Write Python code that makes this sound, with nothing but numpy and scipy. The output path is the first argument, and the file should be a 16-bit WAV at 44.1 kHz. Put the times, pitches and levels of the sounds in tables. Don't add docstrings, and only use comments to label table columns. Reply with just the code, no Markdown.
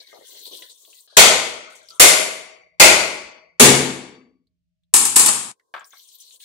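import sys
import numpy as np
from scipy import signal
from scipy.fft import rfft, irfft, next_fast_len
from scipy.io import wavfile
from scipy.ndimage import uniform_filter1d

SR = 44100
rng = np.random.default_rng(int(sys.argv[2]) if len(sys.argv) > 2 else 0)


def digitize_waveform(pressure):
    field = np.atleast_2d(pressure).T
    bounded = np.clip(field, -1, 1)
    quanta = np.round(bounded * 32767).astype(np.int16)
    wavfile.write(sys.argv[1], SR, quanta)


N = 284004

# [t/s, level/dB, hollowness/dB, tilt/(dB per octave), favoured f/Hz]
BLOWS = [(1.167, 12, -20, 0.2, 3330), (1.996, 10.5, -23, 1.5, 10500), (2.797, 13, -16.5, -0.27, 2260),
         (3.596, 11, 6, 0.07, 9170)]
# [f/Hz, w/Hz, level/dB]
HOLLOW_MODES = [(177, 52, 0), (264, 45, 1.5), (325, 60, 0.5), (422, 35, -1.5)]
KNOCK_MODES = [(60.1, 60, -20.5), (435, 200, -0.5), (650, 250, 2.5)]
BODY_MODES = [(953, 434, -0.5), (1359, 550, -2.5)]
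CRACK_MODES = [(2100, 350, 0.0041), (2450, 380, 0.00027)]
SNAP_MODES = [(3050, 550, -2.1), (3492, 440, -0.93)]
BLADE_MODES = [(4700, 820, -3.5), (6070, 560, -2.5), (7300, 900, -1), (9100, 1100, -1.5)]
AIR_MODES = [(9770, 1800, -5.5), (13200, 11000, -18)]
# [f/Hz, w/Hz of each of two stages, level/dB, T60/s]
LINGER_BANDS = [(460, 380, -27, 0.75), (631, 24, -28.5, 0.91), (1506, 100, -32.5, 0.65),
                (2085, 210, -24, 0.77), (2250, 520, -28.5, 0.92), (6576, 170, -34, 0.73)]
# [f/Hz, level/dB, T60/s]
BOOM_TONES = [(136.6, -18, .6), (261, -25, 0.9), (382, -22, 0.45), (450, -28.5, 0.43), (566, -23, 0.47)]
SHELL_TONES = [(488, -29, 0.98), (650, -26.5, 0.7), (1123, -29, 1), (1398, -32, 0.72), (2025, -29, 0.87),
               (2266, -26.5, 0.94), (2300, -25.5, 0.63), (3435, -30, .55), (4560, -25, 0.91),
               (5730, -27, 0.84), (7800, -29.5, .5)]
BLADE_TONES = [(132, -44, 0.93), (246, -41.5, 0.62), (937, -35, 0.55), (1100, -31, 0.49), (6600, -28, .5),
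               (7425, -28.5, .5), (7180, -25, .5), (8300, -19, .5), (8550, -44.5, 0.17),
               (8650, -34.5, 0.45), (9470, -18.5, .45)]
# [t/s, level/dB]
BOUNCES = [(4.938, 6.5), (4.943, -11.5), (4.962, -0.5), (4.994, -8), (5.012, -10.5), (5.052, -4),
           (5.158, -2.5), (5.162, 6.5), (5.194, 3), (5.260, 1)]
# [t/s, length/s, level/dB]
CHATTERS = [(5.201, .05, -17), (5.267, .034, -14)]
# [f/Hz, w/Hz, level/dB]
COUNTER_MODES = [(90, 100, -28.5), (208, 31, -12), (459, 440, -19.5), (932, 180, -11.5), (1176, 250, -12),
                 (2560, 2900, -17.5), (4970, 2600, -11.5), (7290, 1610, -2.5), (8540, 1700, -0.5),
                 (10670, 2200, -7.5), (14000, 5000, -20)]
# [t/s, peak level/dB, f/Hz]
HUSK_SNAPS = [(0.412, -46, 3930), (0.454, -31, 4450), (0.552, -40, 4000), (0.574, -36, 4050),
              (0.623, -28, 3830), (0.716, -37, 8800), (0.85, -41, 3760), (0.929, -41.5, 3250),
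              (1.007, -37.5, 9020), (1.887, -30.5, 5460), (1.904, -31.5, 4960), (1.929, -39.5, 6820),
              (4.47, -66, 4700), (4.835, -67, 4000), (5.597, -52, 2050), (5.795, -39, 7900),
              (5.844, -38.5, 5790), (5.862, -44, 9600), (5.873, -45, 7900), (5.906, -41, 6930),
              (5.994, -43, 5880), (6.04, -46, 3850), (6.089, -41, 5840), (6.186, -43.5, 9310),
              (6.203, -33, 9850), (6.308, -38, 4230), (6.404, -42.5, 3390)]
# [t/s, peak level/dB, T60/s (at least 0.01 is used)]
SET_DOWNS = [(5.739, -20, 0.11), (5.750, -25, 0), (5.763, -23, 0.15), (5.777, -28, .16),
             (5.808, -31.5, .16), (5.819, -40, 0.04), (5.931, -40, .14)]
# [f/Hz, w/Hz, level/dB]
NUT_MODES = [(80.2, 62, -43), (750, 380, -7.5), (1127, 81, 2), (1316, 71, 1), (1636, 110, 2.5),
             (2280, 470, -10.5), (3400, 540, -13.5), (4370, 990, -23.5)]
# [t/s, fibre rasp level/dB, fine hiss level/dB]
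RUSTLE_SPELLS = [
    [(0.0, -47, -56), (0.058, -64, -72), (0.076, -53, -61), (0.148, -60.5, -65), (0.304, -52.5, -50),
     (0.482, -46, -51.5), (0.532, -47, -53), (0.572, -42, -52.5), (0.748, -62, -60.5),
     (0.998, -59.5, -56.5), (1.07, -72, -60)],
    [(1.075, -61, -69.5), (1.168, -62, -61.5)],
    [(1.7, -59, -58.5), (1.87, -59.5, -68), (1.89, -55.5, -54), (1.975, -58, -54.5), (1.995, -71, -66.5)],
    [(5.85, -59, -55), (5.868, -81, -59), (5.926, -56, -64), (6.156, -57.5, -57), (6.174, -66, -64),
     (6.208, -53, -56.5), (6.236, -58.5, -63), (6.362, -57.5, -61), (6.39, -75.5, -76), (6.404, -51, -62),
     (6.44, -51, -54)],
]
# [f/Hz, w/Hz, level/dB]
RASP_MODES = [(3222, 550, 0.5), (3540, 550, 1), (4130, 980, 4), (5920, 990, -3.5)]
HISS_MODES = [(7200, 3400, 0.5), (8900, 1900, 2), (11000, 1700, -8.5)]
FIZZ_MODES = [(13400, 3300, -1), (15000, 2200, -1)]
# [t/s, length/s, level/dB, multiple of the modes' f and w]
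RUBS = [(0, 0.023, -64.5, 1), (.075, 0.029, -66, 1), (.128, 0.021, -42.5, 1.15), (.19, 0.018, -52, .9),
        (.29, 0.051, -54, 1), (.345, 0.081, -59, .85), (.46, 0.032, -57, .9), (.51, 0.033, -50.5, 1),
        (.56, 0.073, -57, .95), (.69, .02, -66, .9), (.81, 0.043, -65.5, 1.1), (.875, 0.016, -60, 1),
        (1.075, 0.1, -67, 1.2), (1.905, 0.037, -61.5, 1.1), (6.33, .02, -72, 1)]
# [t/s, length/s, level/dB, multiple of the modes' f and w]
SCRAPES = [(0, .04, -57.5, 1.1), (.06, .08, -58, 1.04), (.2, .2, -66.5, 1.03), (.54, .06, -74, 1),
           (.622, .035, -54, 0.98), (.93, .04, -66, 1.3), (1.075, .09, -65, 0.8), (1.65, 0.058, -50, 0.73),
           (1.815, .025, -58, 0.79), (1.905, .07, -56, 0.66), (5.91, 0.041, -58, 1.07),
           (6.4, .04, -64, 1.1)]
# [f/Hz, w/Hz, level/dB]
RUB_MODES = [(374, 130, -0.5), (521.5, 250, 0), (1054, 64, -3.5)]
SCRAPE_MODES = [(1520, 88, -6), (1800, 150, -4), (2020, 120, 2.5)]
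# [f/Hz, w/Hz, level/dB of one stage]
RUMBLE_MODES = [(70, 54, -5), (176, 15, -1), (260, 20, -14), (630, 20, -11), (3000, 5000, -22.5)]
WHINE_MODES = [(450, 200, -1.5), (1060, 110, -0.5), (1580, 60, -7.5), (60, 100, -11), (3300, 1500, -15),
               (8000, 7800, -11.5)]
# [f/Hz, T60/s]
KITCHEN_T60 = [(64, 0.78), (128, 0.77), (256, .8), (512, 0.71), (1024, 0.72), (2048, 0.7), (4096, 0.64),
               (8192, 0.55), (16384, 0.22)]
# [f/Hz, side minus mid level/dB]
STEREO_WIDTH = [(60, 4), (150, -12.5), (300, -12.5), (600, -8.5), (1200, -0.5)]

FAVOUR_DB, FAVOUR_OCT, AIR_DB = 3.5, .3, 2.5
LINGER_DB, LINGER_LOST_PER_DB = -9, 0.6025
SHELL_DB, SHELL_LOST_PER_DB = -6, 0.0637
GRAIN_S, GRAIN_DB = .012, -8
WAVER = .006
CHATTER_PER_S, CHATTER_CONTACT_S = 800, .00008
DROP_S, DROP_FADE_S, DROP_DB = 5.517, .011, -6
SNAP_T60_S = .06
STROKE_ATTACK_S, STROKE_T60_S = 0.002, 0.16
FIZZ_OFF_S, FIZZ_DB = (1.07, 5.8), -2
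FLICKER_DB, FLICKER_PER_S = 1.5, 16
RUMBLE_DB, RUMBLE_S, WHINE_DB = -77, (1.8, 4.93), -76
LEFT_DB = 2.5
MUTE_DB, MUTE_SLOPE, MUTE_BINS = -74.5, 0.97, 5
TOP_HZ = 15600


def blows():
    out = 0
    raised_air = [(f, w, g + AIR_DB) for f, w, g in AIR_MODES]
    shell = KNOCK_MODES + BODY_MODES + CRACK_MODES + SNAP_MODES + BLADE_MODES + raised_air
    for s, db, hollow_db, tilt, favoured_hz in BLOWS:
        modes = [(f, w, g + hollow_db) for f, w, g in HOLLOW_MODES]
        for f, w, g in shell:
            tilt_db = tilt * np.log2(f / 2000)
            favour_db = FAVOUR_DB * np.exp(-(np.log2(f / favoured_hz) / FAVOUR_OCT) ** 2)
            modes.append((f, w, g + tilt_db + favour_db))
        sound = grain(ring(kitchen(-3, .02, .003), modes))
        sound = sound + undb(LINGER_DB - LINGER_LOST_PER_DB * hollow_db) * linger()
        sound = sound + undb(hollow_db) * tones(BOOM_TONES)
        sound = sound + undb(SHELL_DB - SHELL_LOST_PER_DB * hollow_db) * tones(SHELL_TONES)
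        out = out + place(s, undb(db) * sound)
    return out


def clatter():
    bounce = grain(ring(kitchen(10, .004, .0004), COUNTER_MODES)) + tones(BLADE_TONES, .002)
    out = sum(place(s, undb(db) * bounce) for s, db in BOUNCES)
    light = grain(ring(kitchen(18.2, .003, 0.00036), COUNTER_MODES))
    contact_t = np.arange(-8, 9) / SR
    contact = np.exp(-(contact_t / CHATTER_CONTACT_S) ** 2 * np.pi) / (CHATTER_CONTACT_S * SR)
    for s, length, db in CHATTERS:
        ticks = (rng.random(4096) < CHATTER_PER_S / SR) * rng.standard_normal(4096)
        ticks = np.convolve(ticks * (np.arange(4096) < length * SR), contact)
        out = out + place(s, undb(db) * signal.fftconvolve(light, ticks[None], axes=1))
    return out


def taps():
    out = 0
    for s, db, hz in HUSK_SNAPS:
        modes = [(hz, 0.12 * hz, 0), (0.89 * hz, 0.19 * hz, 0), (2 * hz, 2 * hz, -24)]
        out = out + burst(s, db, SNAP_T60_S, modes)
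    for s, db, t60 in SET_DOWNS:
        out = out + burst(s, db, t60, NUT_MODES)
    return out


def rustle():
    t = np.arange(N) / SR
    rasp, hiss = 0, 0
    for spell in RUSTLE_SPELLS:
        times, rasp_db, hiss_db = np.transpose(spell)
        rasp = rasp + undb(np.interp(t, times, rasp_db, -140, -140))
        hiss = hiss + undb(np.interp(t, times, hiss_db, -140, -140))
    fizz = hiss * undb(FIZZ_DB) * ((t < FIZZ_OFF_S[0]) | (t > FIZZ_OFF_S[1]))
    out = 0
    for gain, modes in ((rasp, RASP_MODES), (hiss, HISS_MODES), (fizz, FIZZ_MODES)):
        out = out + gain * flicker() * unit(sum(map(fibres, modes)))
    out = out + strokes(RUBS, RUB_MODES) + strokes(SCRAPES, SCRAPE_MODES)
    return np.sqrt(2) * out * balance()


def hum():
    t = np.arange(N) / SR
    rumble = unit(ring(rng.standard_normal((2, N)), RUMBLE_MODES, RUMBLE_MODES))
    whine = unit(ring(rng.standard_normal((2, N)), WHINE_MODES, WHINE_MODES))
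    in_rumble = (t > RUMBLE_S[0]) & (t < RUMBLE_S[1])
    return np.where(in_rumble, undb(RUMBLE_DB) * rumble, undb(WHINE_DB) * whine)


def kitchen(early_db, early_s, rise_s, size=49152):
    t, hz = np.arange(size) / SR, np.fft.rfftfreq(size, 1 / SR)
    mid, side = rfft(rng.standard_normal((2, size)))
    side = side * undb(along(STEREO_WIDTH, hz))
    ears, out = np.array([mid + side, mid - side]) / 2, 0
    for k in range(10):
        share = np.cos(np.pi / 2 * np.clip(np.log2(hz / 32 + 1e-9) - k, -1, 1)) ** 2
        decay = np.exp(-np.log(1000) * t / along(KITCHEN_T60, 32 * 2 ** k))
        out = out + irfft(ears * share, size) * decay
    early = 1 + undb(early_db) * np.exp(-t / early_s)
    return out * early * (1 - np.exp(-t / rise_s)) ** 2 * balance()


def grain(x):
    t = np.arange(2048) / SR
    modes = rng.standard_normal(len(t)) * np.exp(-t / GRAIN_S)
    modes = undb(GRAIN_DB) * modes / np.sqrt(np.sum(modes ** 2))
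    direct = x * np.sqrt(np.abs(1 - undb(2 * GRAIN_DB)))
    return direct + signal.fftconvolve(x, modes[None], axes=1)[:, :x.shape[1]]


def linger(size=49152):
    t, out = np.arange(size) / SR, 0
    for hz, width, db, t60 in LINGER_BANDS:
        stage = [(hz, width, 0)]
        band = unit(ring(rng.standard_normal((2, size)), stage, stage))
        out = out + undb(db - 60 * t / t60) / 2 * band
    return out * (1 - np.exp(-t / 0.0058)) * balance()


def tones(table, swell_s=0.099, size=49152):
    t, out = np.arange(size) / SR, 0
    for hz, db, t60 in table:
        start, apart, detune = rng.uniform(-0.89, 1, 3)
        phase = np.pi * (start + min(hz / 1000, 1) * apart * np.array([[0], [1]]))
        phase = phase + np.cumsum(rng.standard_normal(size)) * np.sqrt(2 * np.pi * WAVER * hz / SR)
        sine = np.sin(2 * np.pi * hz * (1 + 0.0017 * detune) * t + phase)
        out = out + undb(db - 60 * t / t60) / 2 * sine
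    return out * (1 - np.exp(-t / swell_s)) * balance()


def burst(s, db, t60, modes):
    t = np.arange(8192) / SR
    decay = undb(-60 * t / max(t60, .01)) * (1 + np.exp(-t / 0.0012))
    noise = rng.standard_normal((2, len(t))) * decay
    sound = ring(noise + .5 * noise[0], modes)
    return place(s, undb(db) * sound / np.abs(sound).max())


def strokes(table, modes):
    t, out = np.arange(16384) / SR, 0
    for s, length, db, pitch in table:
        fall_db = 60 * np.clip(t - length, 0, 1) / STROKE_T60_S
        gain = np.clip(t / STROKE_ATTACK_S, 0, 1) * undb(db - fall_db)
        rub = sum(fibres((pitch * f, pitch * w, g), size=len(t)) for f, w, g in modes)
        out = out + place(s, gain * unit(rub))
    return out


def fibres(mode, rate=60, tail_s=0.021, size=N):
    strength = undb(5.4 * np.minimum(rng.exponential(size=size), 3))
    snaps = (rng.random(size) < rate / SR) * strength
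    push = 0.85 + signal.lfilter([1], [1, -np.exp(-1 / (tail_s * SR))], snaps)
    return ring(push * rng.standard_normal((2, size)), [mode], [(mode[0], 1.1 * mode[1], 0)])


def flicker():
    k = int(SR / FLICKER_PER_S)
    steps = np.repeat(rng.standard_normal(N // k + 1), k)
    return undb(FLICKER_DB * uniform_filter1d(steps, k // 2)[:N])


def ring(x, *stages):
    size = next_fast_len(x.shape[-1])
    hz, out = np.fft.rfftfreq(size, 1 / SR) + 1e-3, rfft(x, size)
    for modes in stages:
        response = 0
        for k, (f, w, db) in enumerate(modes):
            response = response + (-1) ** k * undb(db) / (1 + 1j * (hz ** 2 - f ** 2) / (hz * w))
        out = out * response
    return irfft(out, size)[..., :x.shape[-1]]


def place(s, sound):
    out, i = np.zeros((2, N)), int(s * SR)
    out[:, i:i + sound.shape[1]] = sound[:, :N - i]
    return out


def balance():
    return undb([[LEFT_DB], [-LEFT_DB]])


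def undb(db):
    return 10 ** (np.asarray(db) / 20)


def along(table, hz):
    f, v = np.transpose(table)
    return np.interp(np.log(hz + 1e-9), np.log(f), v)


def unit(x):
    return x / np.sqrt(np.mean(x ** 2))


def mute(x):
    bins = signal.stft(x, nperseg=1024, noverlap=768)[2]
    power = np.mean(np.abs(bins) ** 2, axis=0)
    power = uniform_filter1d(uniform_filter1d(power, MUTE_BINS, axis=0), size=3, axis=1)
    level_db = 10 * np.log10(np.abs(power) + 1e-18)
    gain = undb(MUTE_SLOPE * np.minimum(level_db - MUTE_DB, 0))
    return signal.istft(bins * gain, nperseg=1024, noverlap=768)[1][:, :N]


def scene():
    t = np.arange(N) / SR
    fade = undb(DROP_DB) * np.exp(-np.clip(t - DROP_S, 0, 1) / DROP_FADE_S)
    drop = np.where(t < DROP_S, 1, fade)
    return mute(blows() + clatter()) * drop + taps() + rustle() + hum()


def record(dry):
    low_pass = signal.ellip(8, .2, 70, TOP_HZ, fs=SR, output="sos")
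    return signal.sosfilt(low_pass, np.clip(dry, -.97, .97))


dry = scene()
out = record(dry)
digitize_waveform(out)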